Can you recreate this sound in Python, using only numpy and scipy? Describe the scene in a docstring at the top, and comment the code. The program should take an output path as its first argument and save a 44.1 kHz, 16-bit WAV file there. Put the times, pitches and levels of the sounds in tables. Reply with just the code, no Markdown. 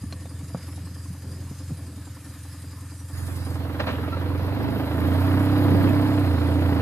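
"""A twin-cylinder motorcycle limps at idle in a street, heard from just behind the rider, who knocks the frame
and rustles; the lower range sits dead centre. Then the image opens, leaning right, as the gas roar swells;
first gear clunks in, a pivot squeaks, the revs climb and the bike pulls away, with more knocks on the frame.
Firing pulses ring the exhaust, pulsed noise makes gas roar, intake rush and valve rustle, and struck modes
make the knocks; street noise lies beneath."""
import sys
import numpy as np
from scipy import signal
from scipy.fft import rfft, irfft, next_fast_len
from scipy.io import wavfile
from scipy.ndimage import uniform_filter1d, map_coordinates

SR = 44100
rng = np.random.default_rng(int(sys.argv[2]) if len(sys.argv) > 2 else 0)


def transcribe(u):
    """Save the signal u as a 16-bit wav file named by the first command-line argument.

    u: samples, shape (n,) or (channels, n), limited to [-1, 1]; the rate is SR.
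    q: integer samples, one column per channel.
    """
    v = np.clip(np.atleast_2d(u).T, -1, 1)
    q = np.round(v * 32767).astype(np.int16)
    wavfile.write(sys.argv[1], SR, q)


N = 300321
T = np.arange(N) / SR  # s

# Firing rate, one firing per crank turn: t/s, rate/Hz
REVS = [(0.0, 21.66), (0.35, 21.41), (1.58, 21.92), (2.11, 20.94), (3.29, 21.94), (3.97, 21.02),
        (4.24, 22.42), (4.39, 21.82), (4.62, 25.53), (4.8, 25.67), (5.19, 30.79), (5.57, 32.82),
        (5.74, 31.39), (6.09, 33.12), (6.21, 32.28), (6.36, 27.96), (6.62, 29.74), (6.81, 27.45)]
# Exhaust: t/s, silencer boom level/dB, gas roar level/dB
EXHAUST_LEVEL = [(0.0, -29, -54.5), (.3, -32, -54.5), (.75, -30.5, -50.5), (.95, -33.5, -55.5),
                 (1.4, -31.5, -55), (1.9, -32, -52.5), (2.1, -35.5, -56), (3.09, -32.5, -55.5),
                 (3.17, -28, -47.5), (3.53, -25, -37.5), (3.75, -26, -36.5), (4.0, -25.5, -34.5),
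                 (4.25, -23, -34.5), (4.9, -22, -33), (5.2, -19.5, -32.5), (5.7, -16.5, -30.5),
                 (6.25, -19, -32), (6.45, -19.5, -32), (6.81, -19, -31.5)]
# Brief level changes of boom, shudder and pipe, mostly dips: t/s, change/dB
BRIEF_CHANGES = [(.6, -8.5), (1.185, -5), (1.55, -5.5), (3.09, -2), (6.39, 0.5)]
BRIEF_S = 0.026  # half length
QUIET_GAS_DB = -52  # "effort" is the gas roar above this level
FIRING_LEAD_TURNS_PER_HZ = 0.032  # the firing pulses run ahead as the revs rise
LIMP_FADE_DB = 9.5  # the limp fades out from 1.22 to 1.58 times this effort
LOAD_FROM_DB, LOAD_SPAN_DB = 15, 4  # effort at which the engine starts to pull, and the rise to full load
LOAD_LAG_TURNS = 0.16  # lag of the blast under full load at idle revs

# Silencer resonances: f/Hz, width/Hz, level/dB
SILENCER = [(73, 31, -7), (89, 18.5, 11.5), (101, 50, -4), (132.5, 26, -1.5), (174, 40, -17)]
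# Exhaust pipe resonances: f/Hz, width/Hz, level/dB
PIPE = [(220, 222, -13.5), (273.2, 42.8, 2), (293.1, 25.5, 4), (344.5, 106, -14.5)]
PIPE_DB, PIPE_RISE = -46, 0.54  # level at quiet gas and first revs; dB per dB of effort
PIPE_REVS_DB = 17  # extra per doubling of the revs
RASP_DB = -19  # turbulent gas in the pipe, relative to its firing note
# Gas roar spectrum: f/Hz, relative level/dB per Hz
GAS = [(190, -11), (330, -4.5), (400, -15), (520, -12.5), (664, -11), (722, -16.5), (844, -13.5),
       (1110, -18.5), (1850, -23), (2530, -30.5), (4000, -32), (5200, -39), (8800, -120)]
# Exhaust growl resonances: f/Hz, width/Hz, level/dB
GROWL = [(355, 9.7, -23), (491.7, 11.6, 13), (520, 28, 6), (588, 27, 5.5), (663, 17.7, 9), (780, 120, -2.5),
         (958, 17, 5)]
GROWL_DB = -9.5  # relative to the gas roar
# Outlet resonances: f/Hz, width/Hz, level/dB
OUTLET = [(460, 150, 5), (654, 360, -10), (1020, 1070, -5.5), (1590, 1500, -15)]
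OUTLET_DB = -13.5  # relative to the gas roar
# Header pipe resonances: f/Hz, width/Hz, level/dB
HEADER = [(415, 45, 0), (478, 40, 0)]
HEADER_DB = -7  # relative to the gas roar, at full load and idle revs
# Piston slap resonances: f/Hz, width/Hz, level/dB
PISTON = [(1460, 350, -2), (2760, 690, 0)]
PISTON_DB = -23.5  # relative to the gas roar, at full load
# Frame shudder resonances: f/Hz, width/Hz, level/dB
SHUDDER = [(34.8, 21, 6), (136, 12, -0.5), (198, 188, -0.5)]
SHUDDER_DB = -18.0  # relative to the boom, at first revs, before its slow wander
SHUDDER_REVS_DB = 6.5  # extra per doubling of the revs
RIDER_SETTLES_S, FIDGET_DB = 1.96, 4.5  # until then the rider shifts about and the frame shudders more

# Loose tappet resonances: f/Hz, width/Hz, level/dB
TAPPET = [(790, 440, -1.7), (1180, 380, 0.6), (1767, 170, -1.2)]
TAPPET_DB = -62.5
# Engine case resonances: f/Hz, width/Hz, level/dB
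CASES = [(2325, 1600, 13.5), (3230, 93, 14.5), (3960, 1450, 14)]
VALVES_DB, VALVES_RISE = -58.5, 0.42  # case rustle at quiet gas; dB per dB of effort
# Cooling fin resonances: f/Hz, width/Hz, level/dB
FINS = [(522, 29, 15), (1130, 620, 7), (1764, 190, 10.5), (4920, 460, 9.5), (6200, 4300, -0.5),
        (7100, 1200, 2), (8270, 1700, 1), (9350, 2100, 4), (10900, 1230, 4.5)]
# Cooling fin rustle: t/s, level/dB
FIN_LEVEL = [(0.0, -51.5), (3.05, -51), (3.2, -46.5), (3.55, -52), (3.7, -73), (4.7, -61), (5.3, -54),
             (6.3, -54.5), (6.81, -56)]
# Airy top resonances: f/Hz, width/Hz, level/dB
AIR = [(11600, 660, -4), (12600, 4800, 7), (14100, 720, -9)]
# Top hiss before its one swell: t/s, level/dB
HISS_LEVEL = [(0, -69), (3.05, -67), (3.5, -55.5), (4.0, -55.5), (4.5, -54.5), (5.0, -51.5), (5.5, -50),
              (6.0, -51), (6.4, -56), (6.81, -53)]
# The one swell of the top hiss: t/s, half length/s, boost/dB
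TREBLE_SWELL = (3.2, 0.19, 6)
# Intake resonances: f/Hz, width/Hz, level/dB
INTAKE = [(1030, 920, 2.5), (1730, 960, -0.5), (2160, 1160, -4)]
# Intake roar: t/s, level/dB
INTAKE_LEVEL = [(3.08, -77), (3.16, -48), (3.4, -51), (3.7, -45.5), (4.0, -42), (4.4, -45.5), (4.8, -45),
                (5.3, -41.5), (5.9, -45.5), (6.3, -50), (6.81, -51)]

# Gearbox resonances: f/Hz, width/Hz, level/dB
GEARBOX = [(200, 26, 10.5), (257, 66, 14.5), (519, 170, 9), (844, 450, 1), (1250, 440, 1.5), (1740, 520, 1),
           (2540, 680, -3.5), (3850, 1500, -8)]
# Gear clunks: t/s, level/dB rms, rise/s, grind from onset/s, fade to -26 dB/s
CLUNKS = [(3.794, -25, 0.006, 0.017, 0.05), (3.862, -25, 0.014, 0.028, 0.1)]
# Frame modes: f/Hz, level before tilt and scatter/dB, t60/s
FRAME = [(135, -4.5, 0.089), (149.6, -7.5, 0.22), (174, 3.5, 0.1), (228, -0.5, 0.053), (300, -3, 0.031),
         (513, 6, 0.019), (663, 6, 0.019), (850, -34, 0.012), (1130, -4, 0.048), (2570, -7, 0.028),
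         (3370, -7.5, 0.014), (4200, 7, 0.037)]
# Knocks on the frame: t/s, peak level/dB, contact time/ms, tilt/dB per octave
KNOCKS = [(0.035, -19.5, 5.5, 14), (0.125, -25, 0.1, 0.5), (0.256, -28, 0.5, 2), (0.43, -23, 3.9, -11),
          (0.547, -13.5, 0.67, -2), (0.571, -31.5, 0.99, 1), (0.772, -30, 4.4, -9), (0.835, -28.5, 3, -3),
          (0.91, -30, 3.5, -3), (1.101, -21.5, 4.8, -12), (1.312, -32, 8, -3), (1.512, -22, 3.45, 0),
          (1.706, -22.5, 1.4, -5.5), (1.718, -18, 3.2, 3), (2.642, -39, 0.51, 6), (5.72, -12, 2.1, 3),
          (5.744, -9.5, 2.2, 4), (5.763, -22, 1.3, 3), (6.723, -9.5, 2.7, 7)]
KNOCK_SCATTER_DB = 3  # each blow wakes the modes differently
CRACK_DB, CRACK_S = -10, 0.0086  # contact noise relative to the modes' peak; decay time
# Pivot squeaks: t/s, f/Hz, fundamental peak level/dB, half length/s
SQUEAKS = [(4.136, 1335, -32, .016)]
# Cloth and glove scuffs: t/s, half length/s, level before grain/dB rms, f/Hz, width/Hz
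SCUFFS = [(0.623, 0.054, -53, 1490, 1600), (0.71, 0.12, -60, 2260, 1500), (0.712, 0.076, -54, 10500, 2500),
          (3.954, 0.068, -49.5, 2970, 1190)]
# Street spectrum: f/Hz, relative level/dB per Hz
STREET = [(25, 13.5), (45, -7), (120, 5), (400, -34), (1500, -20.5), (4000, -30.5)]
STREET_DB = -41.5  # before its slow wander

# Stereo lean: f/Hz, left minus right level/dB
LEAN = [(60, -4), (250, -3), (700, -2), (2400, -2), (8000, -0.5)]
# Port phase: f/Hz, lead of the left port/rad
LEAD = [(0, 0), (2070, 1.4), (2330, 1.8), (7320, 6.3), (15000, 6.3)]
OPENS_S, CENTRED_BELOW_HZ = 3.13, 3680  # the image opens; until then this range is in the centre
BASS_CUT_HZ, TOP_HZ = 94.7, 14250


def engine():
    """Exhaust, valve gear and intake pulse in time with one crank; fins, hiss and intake have own level curves."""
    hz, = columns(REVS)
    boom_db, gas_db = columns(EXHAUST_LEVEL)
    effort_db = gas_db - QUIET_GAS_DB
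    octaves = np.log2(hz / hz[0])
    brief_db = sum(db * np.exp(-((T - s) / BRIEF_S) ** 2) for s, db in BRIEF_CHANGES)
    # one cylinder limps at idle; it evens out with revs and under load
    idle = (hz[0] / hz) ** 4
    limp = idle * np.clip(2.5 - (effort_db / LIMP_FADE_DB) ** 2, 0, 1)
    pull = np.clip((effort_db - LOAD_FROM_DB) / LOAD_SPAN_DB, 0, 1)
    turns = np.cumsum(hz) / SR + FIRING_LEAD_TURNS_PER_HZ * (hz - hz[0])
    cam = (turns - .65) / 2  # the camshaft turns once for two firings
    blast = turns - LOAD_LAG_TURNS * pull * np.sqrt(idle)
    chug = gas_chug(blast, cam, idle)

    boom = silencer_boom(hz, turns, idle) + frame_shudder(octaves)
    pipe_db = PIPE_DB + PIPE_RISE * effort_db + PIPE_REVS_DB * octaves
    pipe = undb(pipe_db) * pipe_note(hz, turns, idle, limp, chug)
    out = undb(brief_db) * (undb(boom_db) * boom + pipe)
    roar = gas_roar(hz, turns, blast, limp, chug)
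    out = out + undb(gas_db) * (roar + pull * load_knock(hz, turns, idle))
    return out + tappet(cam) + valve_gear(turns, cam, effort_db) + intake(blast)


def gas_chug(blast, cam, idle):
    """Gas flow swells at each firing, more weakly for every second one at idle."""
    swell = puffs(blast - 1.65, fade=.25, base=1.3 - .8 * idle)
    weak_half = undb(-1.5 * idle * (cam % 1 > .5))
    return swell * strokes(blast - .65, scatter_db=.8) * weak_half


def silencer_boom(hz, turns, idle):
    """Each firing's pressure pulse rings the silencer's low resonances."""
    thud = firings(turns - .03, weak_db=-.8 * idle, scatter_db=.5, jitter_ms=.12)
    thud = thud * strokes(turns + .47, scatter_db=1.2 * idle)
    return steady(ring(thud, SILENCER), hz)


def frame_shudder(octaves):
    """Noise rings the frame's loose parts, with a wandering level and more while the rider fidgets."""
    fidget_db = FIDGET_DB * np.clip((RIDER_SETTLES_S - T) * 10, 0, 1)
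    level_db = SHUDDER_DB + SHUDDER_REVS_DB * octaves + fidget_db + 4.7 * walk(7.6)
    return unit(ring(pair(.15), SHUDDER)) * undb(level_db)


def pipe_note(hz, turns, idle, limp, chug):
    """Firing pulses give the pipe its note; chugging turbulence rings the same resonances as rasp."""
    blow = firings(turns - 1.55 - .05 * (1 - idle), weak_db=-1.2 - 5 * limp, scatter_db=1.0, jitter_ms=.08)
    rasp = unit(ring(pair(1.0) * chug, PIPE))
    return steady(ring(blow, PIPE), hz) + undb(RASP_DB) * rasp


def gas_roar(hz, turns, blast, limp, chug):
    """Gas roars as noise puffs, one a firing; sharp pulses add the growl and the snap at the outlet."""
    roar = unit(colour(pair(0.84) * chug, GAS))
    bark = firings(turns - 1.7, weak_db=-6.0 * limp, scatter_db=1.2, jitter_ms=.08)
    growl = undb(GROWL_DB) * steady(ring(bark, GROWL), hz)
    snap = firings(blast - 1.64, weak_db=-6 * limp, scatter_db=1.8, jitter_ms=.25)
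    return roar + growl + undb(OUTLET_DB) * steady(ring(snap, OUTLET), hz)


def load_knock(hz, turns, idle):
    """One cylinder rings its header pipe and slaps its piston, once for two firings."""
    even = np.zeros(N)
    header_hits = firings((turns - 1.8) / 2, weak_db=even, scatter_db=1.5, jitter_ms=.3)
    slap_hits = firings((turns - 1.97) / 2, weak_db=even, scatter_db=2.5, jitter_ms=.8)
    header = undb(HEADER_DB) * np.sqrt(idle) * steady(ring(header_hits, HEADER), hz)
    return header + undb(PISTON_DB) * steady(ring(slap_hits, PISTON), hz)


def tappet(cam):
    """One loose tappet clacks on every turn of the cam: short noise puffs ring it."""
    clack = puffs(cam - .04, fade=0.075, base=0) * strokes(cam - .9 + 1, scatter_db=2.2)
    return undb(TAPPET_DB) * unit(ring(pair(0.56) * clack, TAPPET))


def valve_gear(turns, cam, effort_db):
    """Noise ticking with cam and crank rustles through cases, fins and airy top, in flickering strips."""
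    swell_s, half_s, swell_db = TREBLE_SWELL
    hiss_db = columns(HISS_LEVEL)[0] + swell_db * np.exp(-((T - swell_s) / half_s) ** 4)
    levels = VALVES_DB + VALVES_RISE * effort_db, columns(FIN_LEVEL)[0], hiss_db
    out = 0
    # a larger "smooth" makes the ticks less distinct
    for db, modes, alike, smooth in zip(levels, (CASES, FINS, AIR), (.3, .5, .7), (1.6, 1.5, 2.0)):
        cam_ticks = puffs(cam + 0.16, fade=0.067, base=0.6 * smooth)
        ticks = cam_ticks * puffs(turns - .5, fade=0.07, base=1.3 * smooth)
        panels = 0
        for mode in modes:
            panels = panels + undb(.4 * walk(2.5) + 1.2 * walk(20)) * ring(pair(alike) * ticks, [mode])
        out = out + undb(db) * unit(patchy(panels, db=5.5, strip_hz=130., hold_s=.045))
    return out


def intake(blast):
    """Air rushes through the intake once the throttle opens: noise gulping a little at each firing."""
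    gulp = puffs(blast - 1.7, fade=.3, base=2.1) * strokes(blast - .7, scatter_db=1.0)
    rush = patchy(ring(pair(0.46) * gulp, INTAKE), db=3.5, strip_hz=146.0, hold_s=.03)
    return undb(columns(INTAKE_LEVEL)[0]) * unit(rush)


def gear():
    """The dogs of first gear grind, then bite: bursts of rattling noise ring the gearbox."""
    shape = np.zeros(N)
    for s, db, rise, grind, fade in CLUNKS:
        onset = np.clip((T - s) / rise, 0, 1)
        shape += undb(db) * onset * np.exp(-np.clip(T - s - grind, 0, 1) / fade * 3)
    rattle = pair(.8) * undb(2.5 * walk(500))
    return shape * unit(ring(rattle, GEARBOX))


def knocks():
    """The rider's moves knock the frame: a push rings decaying modes, a longer contact dulls them."""
    out, t = np.zeros(N), T[:SR // 5]
    for s, db, contact_ms, tilt_db in KNOCKS:
        modes = np.zeros(len(t))
        for hz, mode_db, t60 in FRAME:
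            gain = undb(mode_db + tilt_db * np.log2(hz) + KNOCK_SCATTER_DB * rng.standard_normal())
            modes += gain * np.sin(2 * np.pi * hz * t) * np.exp(-np.log(1000) * t / t60)
        crack = undb(CRACK_DB) * np.abs(modes).max() * rng.standard_normal(len(t)) * np.exp(-t / CRACK_S)
        push = np.hanning(int(contact_ms * SR / 1000) + 3)
        blow = np.convolve(modes + crack, push)[:len(t)]
        i = int(s * SR)
        out[i:i + len(t)] += (undb(db) * blow / np.abs(blow).max())[:N - i]
    return out


def squeak():
    """A pivot squeaks: a short tone with two overtones."""
    out = np.zeros(N)
    for s, hz, db, half in SQUEAKS:
        tone = sum(g * np.sin(2 * np.pi * k * hz * T) for k, g in enumerate((1, .15, .2), 1))
        out += undb(db) * np.exp(-((T - s) / half) ** 4) * tone
    return out


def scuffs():
    """Cloth and gloves rub: short grainy hisses of band noise."""
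    out = 0
    for s, half, db, hz, width in SCUFFS:
        shape = undb(db + 4.6 * walk(91)) * np.exp(-((T - s) / half) ** 2)
        out = out + shape * unit(ring(pair(0.15), [(hz, width, 0)]))
    return out


def street():
    """Distant traffic: coloured noise with a slowly wandering level."""
    return undb(STREET_DB + 2.0 * walk(2.7)) * unit(colour(pair(0.57), STREET))


def firings(turns, weak_db, scatter_db, jitter_ms):
    """One pulse per turn; every second one is changed by weak_db, and each differs a little."""
    at = np.flatnonzero(np.diff(np.floor(turns)))
    late, strength = rng.standard_normal((2, len(at)))
    where = np.clip(at + (late * jitter_ms * SR / 1000).astype(int), 0, N - 1)
    pulses = np.zeros(N)
    pulses[where] = undb((weak_db * (np.floor(turns) % 2))[at] + scatter_db * strength)
    return pulses


def strokes(turns, scatter_db):
    """A gain that changes from one turn to the next."""
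    chance = rng.standard_normal(400)[np.floor(turns).astype(int)]
    return undb(scatter_db * uniform_filter1d(chance, size=200))


def puffs(turns, fade, base):
    """Envelope that swells quickly at each turn and fades over a share of it."""
    return unit(base + uniform_filter1d(np.exp(-(turns % 1) / fade), size=300))


def ring(x, modes):
    """Sum of resonances of alternating sign, each passed twice so that it swells in and has steep skirts."""
    out = 0
    for k, (hz, width, db) in enumerate(modes):
        once = np.concatenate(signal.iirpeak(hz, hz / width, SR))
        out = out + (-1) ** k * undb(db) * signal.sosfilt(np.tile(once, (2, 1)), x)
    return out


def colour(x, points):
    """Filter by (f/Hz, level/dB) points joined on a log frequency axis."""
    size = next_fast_len(N)
    hz, db = np.transpose(points)
    f = np.log(np.fft.rfftfreq(size, 1 / SR) + 1)
    return irfft(rfft(x, size) * undb(np.interp(f, np.log(hz), db)), size)[..., :N]


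def patchy(x, db, strip_hz, hold_s):
    """Narrow strips of the spectrum flicker, each on its own."""
    f, t, z = signal.stft(x, SR, nperseg=512)
    grid = rng.standard_normal((200, 800))
    where = np.meshgrid(f / strip_hz, t / hold_s, indexing="ij")
    field = map_coordinates(grid, where, order=1, mode="mirror")
    return signal.istft(z * undb(db * field), SR, nperseg=512)[1][..., :N]


def pair(alike):
    """Noise for two ports, alike by the given share."""
    mid, side = rng.standard_normal((2, N))
    alike = np.clip(alike, 0, 1)
    return np.sqrt((1 + alike) / 2) * mid + np.sqrt((1 - alike) / 2) * np.outer([1, -1], side)


def walk(rate):
    """Smoothed chance with the given number of steps a second, level 1."""
    k = int(SR / rate)
    steps = np.repeat(rng.standard_normal(N // k + 1), k)
    return unit(uniform_filter1d(uniform_filter1d(steps, k), k)[:N])


def steady(x, hz):
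    """Level 1 overall, evened out for the firing rate."""
    return unit(x / np.sqrt(hz))


def columns(table):
    """Curve columns, sample by sample."""
    s, *cols = np.transpose(table)
    return [np.interp(T, s, c) for c in cols]


def undb(db):
    """Decibels to gain."""
    return 10 ** (np.asarray(db) / 20)


def unit(x):
    """Scale to an rms of 1."""
    return x / np.sqrt(np.mean(x ** 2))


def scene():
    """The engine, the gear and the rider over the street."""
    return engine() + gear() + knocks() + squeak() + scuffs() + street()


def record(dry):
    """Two ports a few centimetres apart; the lower range is shared until the image opens; rumble and top are cut."""
    f = np.fft.rfftfreq(N, 1 / SR)
    lean_hz, lean_db = np.transpose(LEAN)
    half = np.sqrt(undb(np.interp(np.log(f + 1), np.log(lean_hz), lean_db)))
    right = np.exp(-1j * np.interp(f, *np.transpose(LEAD))) / half
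    wide = irfft(rfft(dry) * [half, right], N)
    mid, side = dry.mean(axis=0), (dry[0] - dry[1]) / 2
    high_side = signal.sosfilt(signal.butter(8, CENTRED_BELOW_HZ, "high", fs=SR, output="sos"), side)
    centred = np.array([mid + high_side, mid - high_side])
    opened = np.clip((T - OPENS_S) / 0.0016, 0, 1)
    both = opened * wide + (1 - opened) * centred
    both = signal.sosfilt(signal.butter(2, BASS_CUT_HZ, "high", fs=SR, output="sos"), both)
    return signal.sosfilt(signal.ellip(12, .2, 80, TOP_HZ, fs=SR, output="sos"), both)


dry = scene()
out = record(dry)
transcribe(out)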